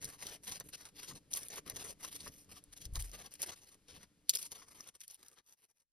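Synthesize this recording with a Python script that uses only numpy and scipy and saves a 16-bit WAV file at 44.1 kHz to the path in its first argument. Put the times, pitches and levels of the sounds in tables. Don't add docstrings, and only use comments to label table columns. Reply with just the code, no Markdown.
import sys
import numpy as np
from scipy import signal
from scipy.fft import rfft, irfft
from scipy.io import wavfile
from scipy.ndimage import uniform_filter1d

SR = 44100
rng = np.random.default_rng(int(sys.argv[2]) if len(sys.argv) > 2 else 0)


def transcribe(signal):
    frames = np.atleast_2d(signal).T
    limited = np.clip(frames, -1, 1)
    pcm = np.round(limited * 32767).astype(np.int16)
    wavfile.write(sys.argv[1], SR, pcm)


N = 261062
TIME = np.arange(N) / SR


# (start [s], length [s], strands crossed [count], paste crackle [dB],
# swell from start to end [dB], cord rasp [dB], brightness [dB])
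TIP_STROKES = [(0.014, 0.15, 3, -52.5, -11, -61.5, -1), (0.186, 0.18, 3, -49.5, -4, -58.5, -5),
               (0.431, 0.031, 1, -53, 0, -69.5, 2.5), (0.472, 0.11, 3, -45.5, -7.5, -58.5, -7.5),
               (0.596, 0.023, 1, -53.5, 0, -56, -15), (0.642, 0.057, 1, -57, 0, -73.5, 4),
               (0.728, 0.026, 1, -45.5, 0, -60.5, -9.5), (0.776, 0.12, 2, -56.5, -0.5, -66, -3),
               (0.958, 0.17, 3, -50.5, 4.5, -63.5, -6.5), (1.149, 0.039, 1, -54.5, -2, -67, -2),
               (1.308, 0.076, 3, -44, 15, -62.5, 1.5), (1.378, 0.099, 3, -50.5, -5.5, -64.5, 1),
               (1.487, 0.11, 3, -48.5, 7, -57, -6), (1.657, 0.068, 2, -52, -1, -56.5, -6.5),
               (1.737, 0.19, 4, -47.5, -1, -57.5, -2.5), (1.997, 0.027, 1, -57.5, 0, -64.5, -2),
               (2.025, 0.076, 2, -48.5, -12, -61, -1.5), (2.114, 0.06, 2, -47.5, 6.5, -64.5, -4),
               (2.19, 0.1, 2, -51, 6, -65, -6.5), (2.302, 0.14, 2, -61, 1.5, -82, -0.5),
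               (2.487, 0.11, 2, -56.5, -2, -67, -5), (2.72, 0.022, 1, -53.5, 0, -68.5, -3.5),
               (2.76, 0.03, 1, -56, 0, -73, -3), (2.802, 0.069, 2, -54, -3, -73, -4),
               (2.95, 0.031, 1, -46, 0, -55, -1), (2.989, 0.12, 3, -52.5, -19, -68.5, 0),
               (3.126, 0.15, 3, -53, -5.5, -60, -5.5), (3.302, 0.061, 1, -57, 0, -73.5, -5.5),
               (3.396, 0.052, 2, -45.5, 14, -57.5, -2.5), (3.452, 0.036, 1, -49.5, 0, -59, -3),
               (3.479, 0.068, 2, -49.5, -10.5, -57.5, -8.5), (3.554, 0.2, 4, -62, -1, -74.5, -4),
               (3.881, 0.17, 3, -58.5, -5, -67, -10), (4.289, 0.025, 1, -48.5, 0, -71, -10),
               (4.332, 0.042, 2, -42.5, 4.5, -61.5, -3), (4.381, 0.091, 3, -46, -3.5, -67.5, 0.5),
               (4.51, 0.027, 1, -46, 0, -61.5, -2.5), (4.542, 0.11, 3, -57, -10.5, -66.5, -4),
               (4.663, 0.16, 4, -60, 4, -68.5, -3), (4.825, 0.073, 2, -58, 15, -69.5, -6.5),
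               (4.941, 0.029, 1, -59, 0, -72, -0.5), (5.001, 0.052, 2, -54.5, -9, -98, -3.5),
               (5.076, 0.086, 2, -58, -6, -78, -2.5), (5.181, 0.18, 3, -65.5, -7, -74.5, -2.5),
               (5.363, 0.048, 1, -65.5, 0, -70.5, -10.5), (5.462, 0.078, 1, -64, -3, -80.5, 2.5),
               (5.574, 0.088, 2, -71.5, 16, -85.5, -2), (5.691, 0.032, 1, -74.5, -3, -86, -2.5),
               (5.754, 0.08, 2, -78.5, 9, -92.5, -4)]
def catches(contact_share=0.93, sink_db=2):
    for start, length, strands, crackle_db, swell_db, rasp_db, bright_db in TIP_STROKES:
        contact_s = contact_share * length / strands
        for along in (np.arange(strands) + .5) / strands:
            push_db = swell_db * (along - .5)
            cord_db = rasp_db + push_db + sink_db * (along - .5)
            yield start + along * length, contact_s, crackle_db + push_db, cord_db, bright_db


# (time [s], spread of fracture sizes and chip boost [dB])
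CRUST_COARSENESS = [(0, -0.5), (2.8, -0.5), (3.9, 0), (4.8, 3)]
# (frequency [Hz], level [dB])
PASTE_EQ = [(700, -38), (1700, -11.5), (2700, -4.5), (4000, -3.5), (5200, -1.5), (6200, 3.5), (7400, -7.5),
            (8800, 4.5), (10500, 2), (13500, -5), (15500, -19.5), (16200, -41.5)]
# (frequency [Hz], level [dB])
CORD_EQ = [(150, -7.5), (450, 4.5), (780, 1), (950, 1), (1130, 2), (1400, -3), (2100, 0), (3000, -23),
           (6000, -32.5)]
def scraping(chips_db=-7.5, shelf_hz=6500, paste_trim_db=0.54, cord_trim_db=2.0):
    out = np.zeros((2, N))
    for middle, length, crackle_db, rasp_db, bright_db in catches():
        pressure = tip_pressure(length)
        coarse_db = np.interp(middle, *np.transpose(CRUST_COARSENESS))
        powder = unit(fractures(per_s=4500, spread_db=coarse_db, ring_t60=0.0059, ring_db=3.0))
        chips = unit(fractures(per_s=93, spread_db=1.5, ring_t60=0.0054, ring_db=6.5))
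        grit = powder + undb(chips_db + coarse_db) * chips
        paste = scatter(pressure * grit, t60=0.0096, wet_db=-10)
        paste = colour(paste, PASTE_EQ, shelf(paste, shelf_hz, bright_db))
        fibres = fractures(per_s=2200, spread_db=2, ring_t60=0.017, ring_db=1.0)
        cord = colour(scatter(pressure * fibres, t60=0.018, wet_db=-3), CORD_EQ)
        crackle = undb(crackle_db + paste_trim_db) * unit(paste)
        rasp = undb(rasp_db + cord_trim_db) * unit(cord)
        add(out, rms(pressure) * (crackle + rasp), middle - len(pressure) / SR / 2)
    return out


def tip_pressure(length, crumbs_db=-19, crumbs_s=0.013, slips_per_s=90, ease_s=0.016, size=10240):
    t = (np.arange(size) - size / 2) / SR
    swell = np.exp(-np.abs(2 * t / max(length, .005)) ** 2.5)
    crumbs = undb(crumbs_db) * np.exp(-np.maximum(np.abs(t) - length / 2, 0) / crumbs_s)
    slips = (rng.random(size) < slips_per_s / SR) * rng.exponential(size=size)
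    bite = signal.lfilter([1], [1, -np.exp(-1 / (ease_s * SR))], slips)
    return unit(np.hypot(swell, crumbs) * (1 + bite)) * rms(swell)


# (time [s], level as if packed into a millisecond [dB], ring pitch [Hz])
FLAKE_SNAPS = [(0.0449, -30, 9500), (0.0534, -34, 9000), (0.0893, -49, 9300), (0.2689, -33.5, 5740),
               (0.5218, -34.5, 3920), (0.6005, -33.5, 11400), (0.8541, -41.5, 6460), (1.3332, -30.5, 5960),
               (1.338, -24, 6650), (1.343, -41, 9000), (1.3597, -35, 9000), (1.3724, -29.5, 10500),
               (1.4328, -38.5, 9000), (1.4846, -36.5, 9400), (1.5598, -38.5, 10700), (1.6993, -30, 9400),
               (1.7664, -39, 6500), (2.0492, -36, 10400), (2.206, -42.5, 4670), (2.6396, -47, 10450),
               (2.7765, -45, 10200), (2.821, -49, 6000), (2.8544, -38.5, 6300), (2.9374, -45.5, 9000),
               (2.9567, -30.5, 5730), (2.971, -48, 5700), (3.004, -37, 11900), (3.0238, -34, 10200),
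               (3.1161, -45, 9800), (3.2638, -45, 4800), (3.3104, -56, 10200), (3.3395, -41, 9800),
               (3.4193, -26.5, 12900), (3.4256, -37, 7460), (3.4292, -27, 9900), (3.435, -32, 5570),
               (4.2946, -14, 7700), (4.2983, -21.5, 3700), (4.3042, -27.5, 7000), (4.3099, -35, 5100),
               (4.3376, -33.5, 3600), (4.352, -25.5, 5140), (4.3557, -23, 9600), (4.3717, -30.5, 5300),
               (4.4283, -32.5, 9600), (4.8075, -38, 5700), (4.875, -45, 8800), (5.006, -43.5, 6300),
               (5.08, -41, 10400), (5.1117, -44, 10500), (5.145, -43.5, 9950), (5.2838, -45, 9500)]
# (frequency [Hz], level [dB])
FLAKE_EQ = [(600, -28), (1900, -27), (3300, -2), (6000, 4.5), (7400, 1), (10500, 3), (16000, -7.5)]
def snapping(run_s=0.00042, peak_db=4, peak_octaves=0.22, shelf_hz=7000, db_per_octave=9, size=4096):
    out = np.zeros((2, N))
    run = np.exp(-np.abs(np.arange(size) - size / 2) / SR / run_s)
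    for time, db, hz in FLAKE_SNAPS:
        crack = signal.unit_impulse(size, "mid") + 0.23 * run * rng.standard_normal(size)
        ringing = undb(-3.5) * echo(crack[None], ring(t60=0.029))[0]
        snap = scatter(crack + ringing, t60=0.02, wet_db=-12.5)
        note_db = peak_db * np.exp(-(np.log2(freqs(snap) / hz) / peak_octaves) ** 2)
        tilt_db = shelf(snap, shelf_hz, db_per_octave * np.log2(hz / shelf_hz))
        snap = unit(colour(snap, FLAKE_EQ, note_db + tilt_db))
        add(out, undb(db) * np.sqrt(SR / 1000 / size) * snap, time - size / SR / 2)
    return out


# (time [s], level [dB])
STRAND_KNOCKS = [(1.108, -53), (1.578, -49.5), (2.044, -49.5), (2.263, -48), (2.955, -51), (3.484, -62),
                 (4.616, -57), (4.802, -60)]
# (frequency [Hz], level [dB])
STRAND_EQ = [(200, -18.5), (500, 1), (800, -3), (1130, 13.5), (1450, 1), (2100, 1.5), (3200, -13),
             (6000, -32)]
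def knocking(release_s=0.0039, size=10240):
    out = np.zeros((2, N))
    age = np.arange(size) / SR / release_s
    release = age * np.exp(1 - age)
    for start, db in STRAND_KNOCKS:
        rattle = fractures(per_s=1500, spread_db=6.0, ring_t60=0.051, ring_db=-3.5)
        knock = scatter(release * rattle, t60=0.11, wet_db=-11.5)
        add(out, undb(db) * rms(release) * unit(colour(knock, STRAND_EQ)), start)
    return out


# (time [s], level [dB])
HAND_RUSTLE = [(0, -72), (2.4, -69), (2.75, -74.5), (4.8, -76.5), (5.0, -96.5), (5.9, -108)]
# (time [s], level [dB])
BALL_BUMPS = [(0.06, -58), (0.275, -63), (0.517, -58), (0.66, -63.5), (1.135, -58), (1.679, -80),
              (1.761, -56.5), (1.891, -65), (2.28, -57), (2.53, -67), (2.86, -59.5), (3.19, -64.5),
              (3.98, -61.5)]
# (frequency [Hz], level [dB])
BALL_EQ = [(35, -1.5), (90, 2), (160, 3), (200, 1), (340, -8), (450, -2), (600, -14), (900, -29.5),
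           (3000, -73)]
def flexing(scrape, drag_db=-11, smooth_s=0.022, bump_s=0.074, shell_hz=295.6, shell_db=-6.5):
    rasp_power = np.mean(colour(scrape, CORD_EQ) ** 2, axis=0)
    drag = undb(drag_db) * np.sqrt(np.abs(uniform_filter1d(rasp_power, int(smooth_s * SR))))
    hand = undb(np.interp(TIME, *np.transpose(HAND_RUSTLE)))
    bumps = sum(undb(db) * np.exp(-2 * ((TIME - middle) / bump_s) ** 2) for middle, db in BALL_BUMPS)
    slips = fractures(per_s=440, spread_db=3.0, ring_t60=0.089, ring_db=-6, size=N)
    slips = scatter(slips, t60=0.09, wet_db=-13)
    rustle = unit(colour(slips, BALL_EQ)) * np.sqrt(hand ** 2 + drag ** 2 + bumps ** 2)
    hollow_note = irfft(rfft(slips) / (1 + 2j * (freqs(slips) - shell_hz) / 24), N)
    return rustle + undb(shell_db) * hand * unit(hollow_note)


# (time [s], level [dB])
GRIP_JOLTS = [(2.679, -58), (2.861, -40), (2.926, -35.5), (2.976, -32), (3.048, -46.5)]
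# (frequency [Hz], level [dB], 60 dB decay time [s])
STAND_MODES = [(27, 4, 0.087), (44.36, -1.5, 0.4), (63.5, 9.5, 0.09), (101.2, -2, 0.15)]
def jolting(attack_s=0.014):
    out = np.zeros((2, N))
    t = TIME[:SR // 2]
    sway = sum(undb(db) * np.sin(2 * np.pi * hz * t) * np.exp(-np.log(1000) * t / t60)
               for hz, db, t60 in STAND_MODES)
    thud = sway * (1 - np.exp(-t / attack_s))
    for start, db in GRIP_JOLTS:
        add(out, -undb(db) * thud[None], start)
    return out


# (frequency [Hz], level [dB])
AIR_EQ = [(30, 22.5), (450, 1.5), (1000, 3), (4000, 2.5), (7500, 1.5), (11000, 0.5), (16000, -20.5)]
# (time [s], level [dB])
AIR_FADER = [(0, -76.5), (3, -72.5), (4.2, -77), (5, -83.5), (5.9, -104)]
def room_tone():
    noise = rng.standard_normal(N) + .5 * rng.standard_normal((2, N))
    return unit(colour(noise, AIR_EQ)) * undb(np.interp(TIME, *np.transpose(AIR_FADER)))


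def fractures(per_s, spread_db, ring_t60, ring_db, spots=3, size=10240, max_clicks=3000):
    when, strength, sign = rng.random((max_clicks, 3)).T
    index = np.arange(max_clicks)
    db = -spread_db * np.log(1 - .993 * strength)
    heights = (index < per_s * size / SR) * undb(db) * np.sign(sign - .5)
    slots = index % spots * size + (when * size).astype(int)
    clicks = np.bincount(slots, heights, spots * size).reshape(spots, size)
    return np.sum(clicks + undb(ring_db) * echo(clicks, ring(ring_t60, channels=spots)), axis=0)


def scatter(x, t60, wet_db):
    return x + undb(wet_db) * echo(x[None], ring(t60, channels=2))


def ring(t60, channels=1):
    t = np.arange(int(t60 * SR) + 2) / SR
    noise = np.random.default_rng(rng.integers(2 ** 31)).standard_normal((len(t), channels)).T
    tail = noise * np.exp(-np.log(1000) * t / t60)
    return tail / np.sqrt(np.sum(tail ** 2, axis=1, keepdims=True))


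def echo(x, response):
    return signal.fftconvolve(x, response, axes=-1)[:, :x.shape[-1]]


def colour(x, points, extra_db=0):
    hz, db = np.transpose(points)
    curve_db = np.interp(np.log(freqs(x)), np.log(hz), db) + extra_db
    return irfft(rfft(x) * undb(curve_db), x.shape[-1])


def shelf(x, hz, bright_db):
    return bright_db * .5 * np.tanh(2 * np.log2(freqs(x) / hz))


def freqs(x):
    return np.maximum(np.fft.rfftfreq(x.shape[-1], 1 / SR), 1)


def undb(db):
    return 10 ** (np.asarray(db) / 20)


def rms(x):
    return np.sqrt(np.mean(x ** 2) + 1e-30)


def unit(x):
    return x / rms(x)


def add(out, sound, start):
    i = int(round(start * SR))
    lo, hi = max(i, 0), min(i + sound.shape[-1], N)
    if hi > lo:
        out[:, lo:hi] += sound[:, lo - i:hi - i]


def scene(room_db=-27, room_t60=0.16):
    scrape = scraping()
    work = scrape + snapping() + knocking() + flexing(scrape)
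    reverb = undb(room_db) * echo(work, ring(room_t60, channels=2))
    return work + reverb + jolting() + room_tone()


# (frequency [Hz], left minus right [dB], left lead [rad])
MIC_PORTS = [(60, 1.5, 0.25), (200, 1.3, 0.45), (1000, 2, 0.7), (2000, 2.5, 0.5), (3855, 4, 1.16),
             (4944, 2.5, -0.24), (5463, 7, -1.34), (7524, -0.5, -3.5), (9290, 0, -4.5), (10100, 1, -5.5),
             (11890, -0.5, -6.5), (14000, 0, -10)]
def record(dry, top_hz=15750):
    hz, balance_db, lead = np.transpose(MIC_PORTS)
    balance_db, lead = (np.interp(freqs(dry), hz, column) for column in (balance_db, lead))
    side = np.array([[.5], [-.5]])
    gain = undb(side * balance_db)
    ports = gain / np.sqrt(np.mean(gain ** 2, axis=0)) * np.exp(1j * side * lead)
    high_cut = signal.ellip(8, .2, 70, top_hz, fs=SR, output="sos")
    return signal.sosfilt(high_cut, irfft(rfft(dry) * ports, N))


dry = scene()
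out = record(dry)
transcribe(out)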